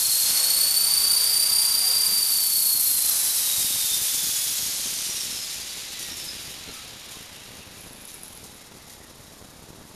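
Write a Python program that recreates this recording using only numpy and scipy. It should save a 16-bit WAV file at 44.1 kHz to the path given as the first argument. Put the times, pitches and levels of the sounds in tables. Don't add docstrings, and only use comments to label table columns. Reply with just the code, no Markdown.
import sys
import numpy as np
from scipy import signal
from scipy.fft import rfft, irfft, next_fast_len
from scipy.io import wavfile

SR = 44100
rng = np.random.default_rng(int(sys.argv[2]) if len(sys.argv) > 2 else 0)


def store_wav(level_fs):
    pcm = np.round(np.clip(np.atleast_2d(level_fs), -1, 1) * 32767)
    wavfile.write(sys.argv[1], SR, pcm.T.astype(np.int16))


N = 438794
TIME = np.arange(N) / SR
SIZE = next_fast_len(N)
FREQS = np.maximum(np.fft.rfftfreq(SIZE, 1 / SR), 1)
GEAR_TEETH, PINION_TEETH, TAIL_RATIO = 150, 13, 4.24

# time in seconds, level in dB.
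BUMP_LEVEL = [(0, -52), (2.7, -53.5), (4.45, -49.5), (6.4, -51.5), (9.95, -50)]
# frequency in Hz, relative gain in dB.
BUMP_COLOUR = [(15, -11), (50, -1.5), (130, -1.5), (250, -4), (450, -8.5), (900, -17.5), (3000, -34)]
# time in seconds, level in dB of the steady tone.
SWITCHING_LEVEL = [(0, -58), (.6, -44), (2.1, -38), (2.6, -52), (3.5, -38), (4.2, -35), (4.6, -50),
                   (4.9, -92)]
# start in seconds, relative strength in dB.
TAIL_TICKS = [(7.7842, -38), (7.8092, -32), (7.8261, -37), (7.9329, -31), (8.0197, -35), (8.0531, -30),
              (8.0765, -29), (8.1429, -28), (8.1524, -33), (8.2107, -39), (8.2342, -24), (8.2571, -33),
              (8.2811, -30), (8.328, -39), (8.3514, -33), (8.3754, -33), (8.5455, -36)]
# frequency in Hz, relative level in dB, t60 in seconds.
TICK_MODES = [(10850, -15, .012), (11000, -7, .016), (11000, -11, 0.0087), (11800, -9, .004),
              (10600, -12, .005), (13100, -27, .004)]
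# start in seconds, relative strength in dB.
FRAME_RATTLES = [(5.99, -31.5), (6.075, -38), (6.165, -32.5), (6.239, -33), (6.405, -37), (6.5, -38),
                 (6.73, -39), (7.11, -37.5), (7.765, -45), (8.08, -37.5), (8.24, -43), (8.435, -40),
                 (8.865, -46), (8.895, -42), (9.23, -52), (9.39, -53)]
# frequency in Hz, width in Hz, relative gain in dB.
FRAME_MODES = [(62.6, 18, -5), (123, 50, -12), (234, 64, -3), (528, 19, 5), (782, 27, 5), (885, 37, 0),
               (1069, 60, 2.5), (1320, 190, -1)]
# time in seconds, rate in Hz.
TOOTH_RATE = [(0, 4305), (.25, 4295), (.6, 4435), (1, 4585), (1.5, 4675), (1.85, 4716), (2.05, 4705),
              (2.3, 4605), (2.6, 4440), (3.3, 3990), (3.55, 3800), (4.7, 3280), (5, 3020), (6, 1960),
              (6.75, 1330), (7.1, 1080), (7.7, 860), (9, 640), (9.95, 530)]
# time in seconds, then relative level in dB for each rasp band.
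RASP_LEVEL = [(0.0, -43.5, -42, -27.5, -24), (0.14, -47, -44, -30, -25), (0.3, -42, -39, -28.0, -26.5),
              (0.75, -45, -41, -33, -28), (2.05, -45.5, -41.5, -34, -28.0), (2.65, -50, -46, -32.5, -23),
              (2.9, -49.0, -45, -33, -24), (3.1, -44, -43.5, -29.5, -25.5), (3.7, -47, -41, -30, -29),
              (4.4, -48.5, -41.5, -30.5, -33.5), (5.1, -50, -42.5, -33.5, -35.5),
              (5.8, -52.5, -44.5, -40, -42.5), (6.3, -53, -45, -44, -45.5), (6.9, -53, -48, -47.5, -49.5),
              (7.65, -53.5, -52.5, -52.5, -52), (9.0, -54.5, -59.5, -54.5, -54.5),
              (9.95, -53.5, -61, -55.5, -55.5)]
# lower edge in Hz, upper edge in Hz.
RASP_BANDS = [(600, 1800), (2200, 3300), (5300, 8400), (9900, 13000)]
# frequency in Hz, relative gain in dB.
TIGHT_COLOUR = [(100, -21), (400, -7), (800, -1.5), (1700, -2), (2700, -1), (3700, 2), (5300, 2.5),
                (7200, -1.5), (9000, 0), (10800, 0.5), (12000, -1), (13000, -3.5), (13800, -7)]
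# frequency in Hz, relative gain in dB.
LOOSE_COLOUR = [(100, 1.5), (500, 1.5), (800, 1.5), (1030, 1), (1500, -1), (3000, 1), (3620, 3),
                (3870, 5.5), (4150, 1.5), (5300, 3), (6200, 1), (7000, 3), (7900, -4.5), (9100, 1),
                (10000, -2), (10700, 1.5), (12200, -2.5), (13800, -8.5)]
# time in seconds, depth from 0 to 1 at the top of the treble.
RASP_THROB = [(0, 0.15), (.6, .1), (1.4, 0.28), (2.1, 0.25), (3.4, 0.02)]
# time in seconds, then relative level in dB of the tooth rate,
# of its 2nd multiple and of its 3rd.
WHINE_LEVEL = [(0, -32.5, -41, -47), (.55, -27, -27, -30), (1, -24, -28, -35), (1.5, -25, -27, -27),
               (2, -24, -28.5, -40), (2.8, -32, -39, -46), (3.3, -39.5, -48, -46), (3.9, -37.5, -41, -33.5),
               (5, -50, -42, -45), (5.7, -64, -51.5, -63), (6.15, -59, -51, -49), (7, -72, -69, -58),
               (9.95, -80, -91, -73)]
# frequency in Hz, half width (Gaussian sigma) in Hz, lift in dB.
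WHINE_FLARES = [(1073, 25, 15), (1320, 35, 16), (1930, 55, 6.5), (3780, 87, 2), (5120, 160, 10),
                (5680, 150, 7)]
# multiple of the tooth rate, centre in seconds,
# half length (Gaussian sigma) in seconds, relative level in dB, width in Hz.
DRIVE_WHIRRS = [(1.073, 1.3, 0.96, -37.5, 45), (1.4, 4.1, .5, -56, 45), (2.48, 3.17, 0.59, -34, 380),
                (2.556, .1, .15, -35, 200), (2.917, 2.1, 0.7, -37, 260), (1.931, 1.6, 0.69, -38.5, 150),
                (3.013, 4.3, 0.41, -38.5, 262), (3.973, 4.47, 0.25, -37, 300)]


def from_db(db):
    return 10 ** (np.asarray(db) / 20)


def rms_one(x):
    return x / np.sqrt(np.mean(np.abs(x) ** 2) + 1e-20)


def in_time(rows):
    s, *columns = np.transpose(rows)
    return [np.interp(TIME, s, column) for column in columns]


def colour(points):
    hz, db = np.transpose(points)
    return from_db(np.interp(np.log(FREQS), np.log(hz), db))


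def shaped(x, gain):
    return irfft(rfft(x, SIZE) * gain, SIZE)[:N]


def drift(bandwidth_hz):
    return rms_one(shaped(rng.standard_normal(N), 1 / (1 + (FREQS / bandwidth_hz) ** 4)))


def swell(centre_s, sigma_s):
    return np.exp(-((TIME - centre_s) / sigma_s) ** 2 / 2)


def ring(clicks, hz, t60_s):
    radius = from_db(-60 / (t60_s * SR))
    w = 2 * np.pi * hz / SR
    return signal.lfilter([0, np.sin(w)], [1, -2 * radius * np.cos(w), radius ** 2], clicks + 1e-18)


def blurred(phase, width_hz):
    return drift(width_hz) * np.cos(phase) + drift(width_hz) * np.sin(phase)


def room(x, wet_db, t60_s=0.41):
    age_s = TIME[:SR // 2]
    tail = rng.standard_normal(len(age_s)) * from_db(-60 * age_s / t60_s) * (age_s > .004)
    return x + from_db(wet_db) * signal.fftconvolve(x, tail / np.linalg.norm(tail))[:N]


def bumps(pulses_per_s=60, size_spread_db=1.0, patter_db=-1, rumble_db=-7, wander_db=1.8, wander_hz=8.9):
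    pulses = (rng.random(N) < pulses_per_s / SR) * from_db(size_spread_db * rng.standard_normal(N))
    gain = colour(BUMP_COLOUR)
    patter = rms_one(shaped(pulses.mean() - pulses, gain))
    rumble = rms_one(shaped(rng.standard_normal(N), gain))
    level_db = in_time(BUMP_LEVEL)[0] + wander_db * drift(wander_hz)
    return from_db(level_db) * (from_db(patter_db) * patter + from_db(rumble_db) * rumble)


def controller(switching_hz=12092, waver=.45, waver_width_hz=70):
    phase = 2 * np.pi * switching_hz * TIME
    tone = np.sqrt(2) * np.sin(phase) + waver * blurred(phase, waver_width_hz)
    return from_db(in_time(SWITCHING_LEVEL)[0]) * tone


def tail_ticks(grazes_per_s=900, chafe_db=-50.5, chafe_centre_s=8.15, chafe_sigma_s=0.26):
    s, db = np.transpose(TAIL_TICKS)
    grazes = rng.standard_normal(N) * (rng.random(N) < grazes_per_s / SR)
    ticks, chafe = 0, 0
    for hz, mode_db, t60_s in TICK_MODES:
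        clicks = np.zeros(N)
        clicks[(s * SR).astype(int)] = from_db(db + mode_db + rng.standard_normal(len(s)))
        ticks = ticks + ring(clicks, hz, t60_s)
        chafe = chafe + from_db(mode_db) * ring(grazes, hz, t60_s)
    return ticks + from_db(chafe_db) * swell(chafe_centre_s, chafe_sigma_s) * rms_one(chafe)


def rattles(rise_s=0.0014, decay_s=0.044, trim_db=-2, low_hz=4200, grain_db=3.0, grain_hz=400):
    envelope = 0
    for start_s, db in FRAME_RATTLES:
        age_s = np.clip(TIME - start_s, 0, 1)
        shape = (1 - np.exp(-age_s / rise_s)) * np.exp(-age_s / decay_s)
        envelope = envelope + from_db(db + trim_db) * shape
    contacts = rng.standard_normal(N) * from_db(grain_db * drift(grain_hz))
    bright = colour(LOOSE_COLOUR) / (1 + (low_hz / FREQS) ** 2)
    return envelope * rms_one(shaped(contacts, bright))


def squeal(turn, multiple=2.8, centre_s=2.83, sigma_s=0.34, level_db=-31, sweep_hz=650, width_hz=170):
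    rub = rms_one((1 + np.cos(turn)) ** 2)
    sweep = 2 * np.pi * np.cumsum(sweep_hz * np.sin(turn)) / SR
    tone = blurred(multiple * GEAR_TEETH * turn + sweep, width_hz)
    return from_db(level_db) * swell(centre_s, sigma_s) * rub * tone


def frame_hum(turn, peak_db=-48, load_share=1.32, waver=1.0, harmonics=23, knot_s=.08):
    knots_s = np.arange(0, TIME[-1] + 1, knot_s)
    shake = 0
    for k, phase in enumerate(rng.uniform(0, 2 * np.pi, size=harmonics), 1):
        strength = 1 + waver * np.interp(TIME, knots_s, rng.standard_normal(len(knots_s)))
        shake = shake + strength * np.cos(2 * k * turn + phase)
    response = sum(from_db(db) / (1 + 2j * (FREQS - hz) / width_hz) for hz, width_hz, db in FRAME_MODES)
    load_db = in_time(WHINE_LEVEL)[0]
    level_db = peak_db + load_share * (load_db - load_db.max())
    return from_db(level_db) * rms_one(shaped(shake, response))


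def rasp_source(mesh_hz, tight, loose_db=-0.78, grain_db=1.0, grain_hz=1060, knock_db=-6):
    contacts = rms_one(rng.standard_normal(N) * from_db(grain_db * drift(grain_hz)))
    knocks = rms_one(rng.standard_normal(N) * (rng.random(N) < mesh_hz / SR))
    loose = rms_one(contacts + from_db(knock_db) * knocks)
    source = tight * shaped(contacts, colour(TIGHT_COLOUR))
    return source + (1 - tight) * shaped(loose, from_db(loose_db) * colour(LOOSE_COLOUR))


def rasp_throb(turn, tight, flutter=0.12, flutter_hz=37, tail_throb=0.2):
    gear = np.cos(turn + 0.78 * drift(0.91)) + 0.38 * np.cos(2 * turn) + 0.15 * np.cos(3 * turn)
    tail_turn = TAIL_RATIO * turn
    tail = 0.89 * np.cos(tail_turn) + np.cos(2 * tail_turn)
    return in_time(RASP_THROB)[0] * gear + flutter * drift(flutter_hz) + tail_throb * (1 - tight) ** 2 * tail


def rasp(turn, mesh_hz, loose_hz=2000, tight_hz=3900, fits_db=1.0, fits_hz=12, steps=10, full_throb_hz=10500):
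    tight = np.clip((mesh_hz - loose_hz) / (tight_hz - loose_hz), 0, 1)
    source = rasp_source(mesh_hz, tight)
    throb = rasp_throb(turn, tight)
    fits = fits_db * (1 - tight) ** 2 * drift(fits_hz)
    bands = np.array(RASP_BANDS)
    density_db = np.array(in_time(RASP_LEVEL)) - 10 * np.log10(np.diff(bands) / (SR / 2))
    centres = np.log(bands).mean(axis=1)
    log_steps = np.linspace(centres[0], centres[-1], steps)
    out = 0
    for step, own in zip(log_steps, np.eye(steps)):
        weights = np.array([np.interp(step, centres, row) for row in np.eye(len(centres))])
        share = min(np.exp(step) / full_throb_hz, 1)
        band = shaped(source, np.interp(np.log(FREQS), log_steps, own))
        out = out + from_db(weights @ density_db + share * fits) * (1 + share * throb) * band
    return out


def tooth_pressure(turn, throb=0.49, unrest=0.3, unrest_hz=135):
    runout = throb * np.exp(1j * (turn + 2 * np.pi / 3))
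    return rms_one(np.abs(1 + runout + unrest * drift(unrest_hz)))


def whirrs(tooth):
    out = 0
    for multiple, centre_s, sigma_s, db, width_hz in DRIVE_WHIRRS:
        out = out + from_db(db) * swell(centre_s, sigma_s) * blurred(multiple * tooth, width_hz)
    return out


def whine(turn, mesh_hz, swing_rad=0.96, jitter_rad=0.28, jitter_hz=46, pinion_swing_rad=1 / 7,
          skirt_hz=190, skirt_db=-12, skirt_rise_db=7, slack_skirt_db=7, fits_db=3, fits_hz=18, echo_db=-12):
    tooth = GEAR_TEETH * turn
    uneven = swing_rad * np.sin(turn + 0.31 * drift(3.6)) + jitter_rad * drift(jitter_hz)
    uneven += pinion_swing_rad * np.sin(tooth / PINION_TEETH)
    pressure = tooth_pressure(turn)
    out = 0
    for k, drive_db in enumerate(in_time(WHINE_LEVEL), 1):
        db = drive_db
        for hz, sigma_hz, lift_db in WHINE_FLARES:
            db = db + lift_db * np.exp(-((k * mesh_hz - hz) / sigma_hz) ** 2 / 2)
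        slack = np.clip((-25.5 - db) / 15, 0, 1)
        skirt = from_db(skirt_db + skirt_rise_db * (k - 1) + slack_skirt_db * slack)
        tone = np.sqrt(2) * np.sin(k * (tooth + uneven)) + skirt * blurred(k * tooth, skirt_hz)
        level = from_db(db + fits_db * slack * drift(fits_hz))
        out = out + level * tone / np.hypot(1, skirt) * pressure
    return room(out + whirrs(tooth), wet_db=echo_db)


def scene():
    mesh_hz, = in_time(TOOTH_RATE)
    turn = 2 * np.pi * np.cumsum(mesh_hz / GEAR_TEETH) / SR
    background = bumps() + controller()
    clatter = room(tail_ticks() + rattles() + squeal(turn) + rasp(turn, mesh_hz), wet_db=-12.5)
    return np.tile(background + clatter + frame_hum(turn) + whine(turn, mesh_hz), (2, 1))


def record(dry, cutoff_hz=13800):
    return signal.sosfilt(signal.ellip(12, .1, 90, cutoff_hz, fs=SR, output="sos"), dry)


dry = scene()
out = record(dry)
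store_wav(out)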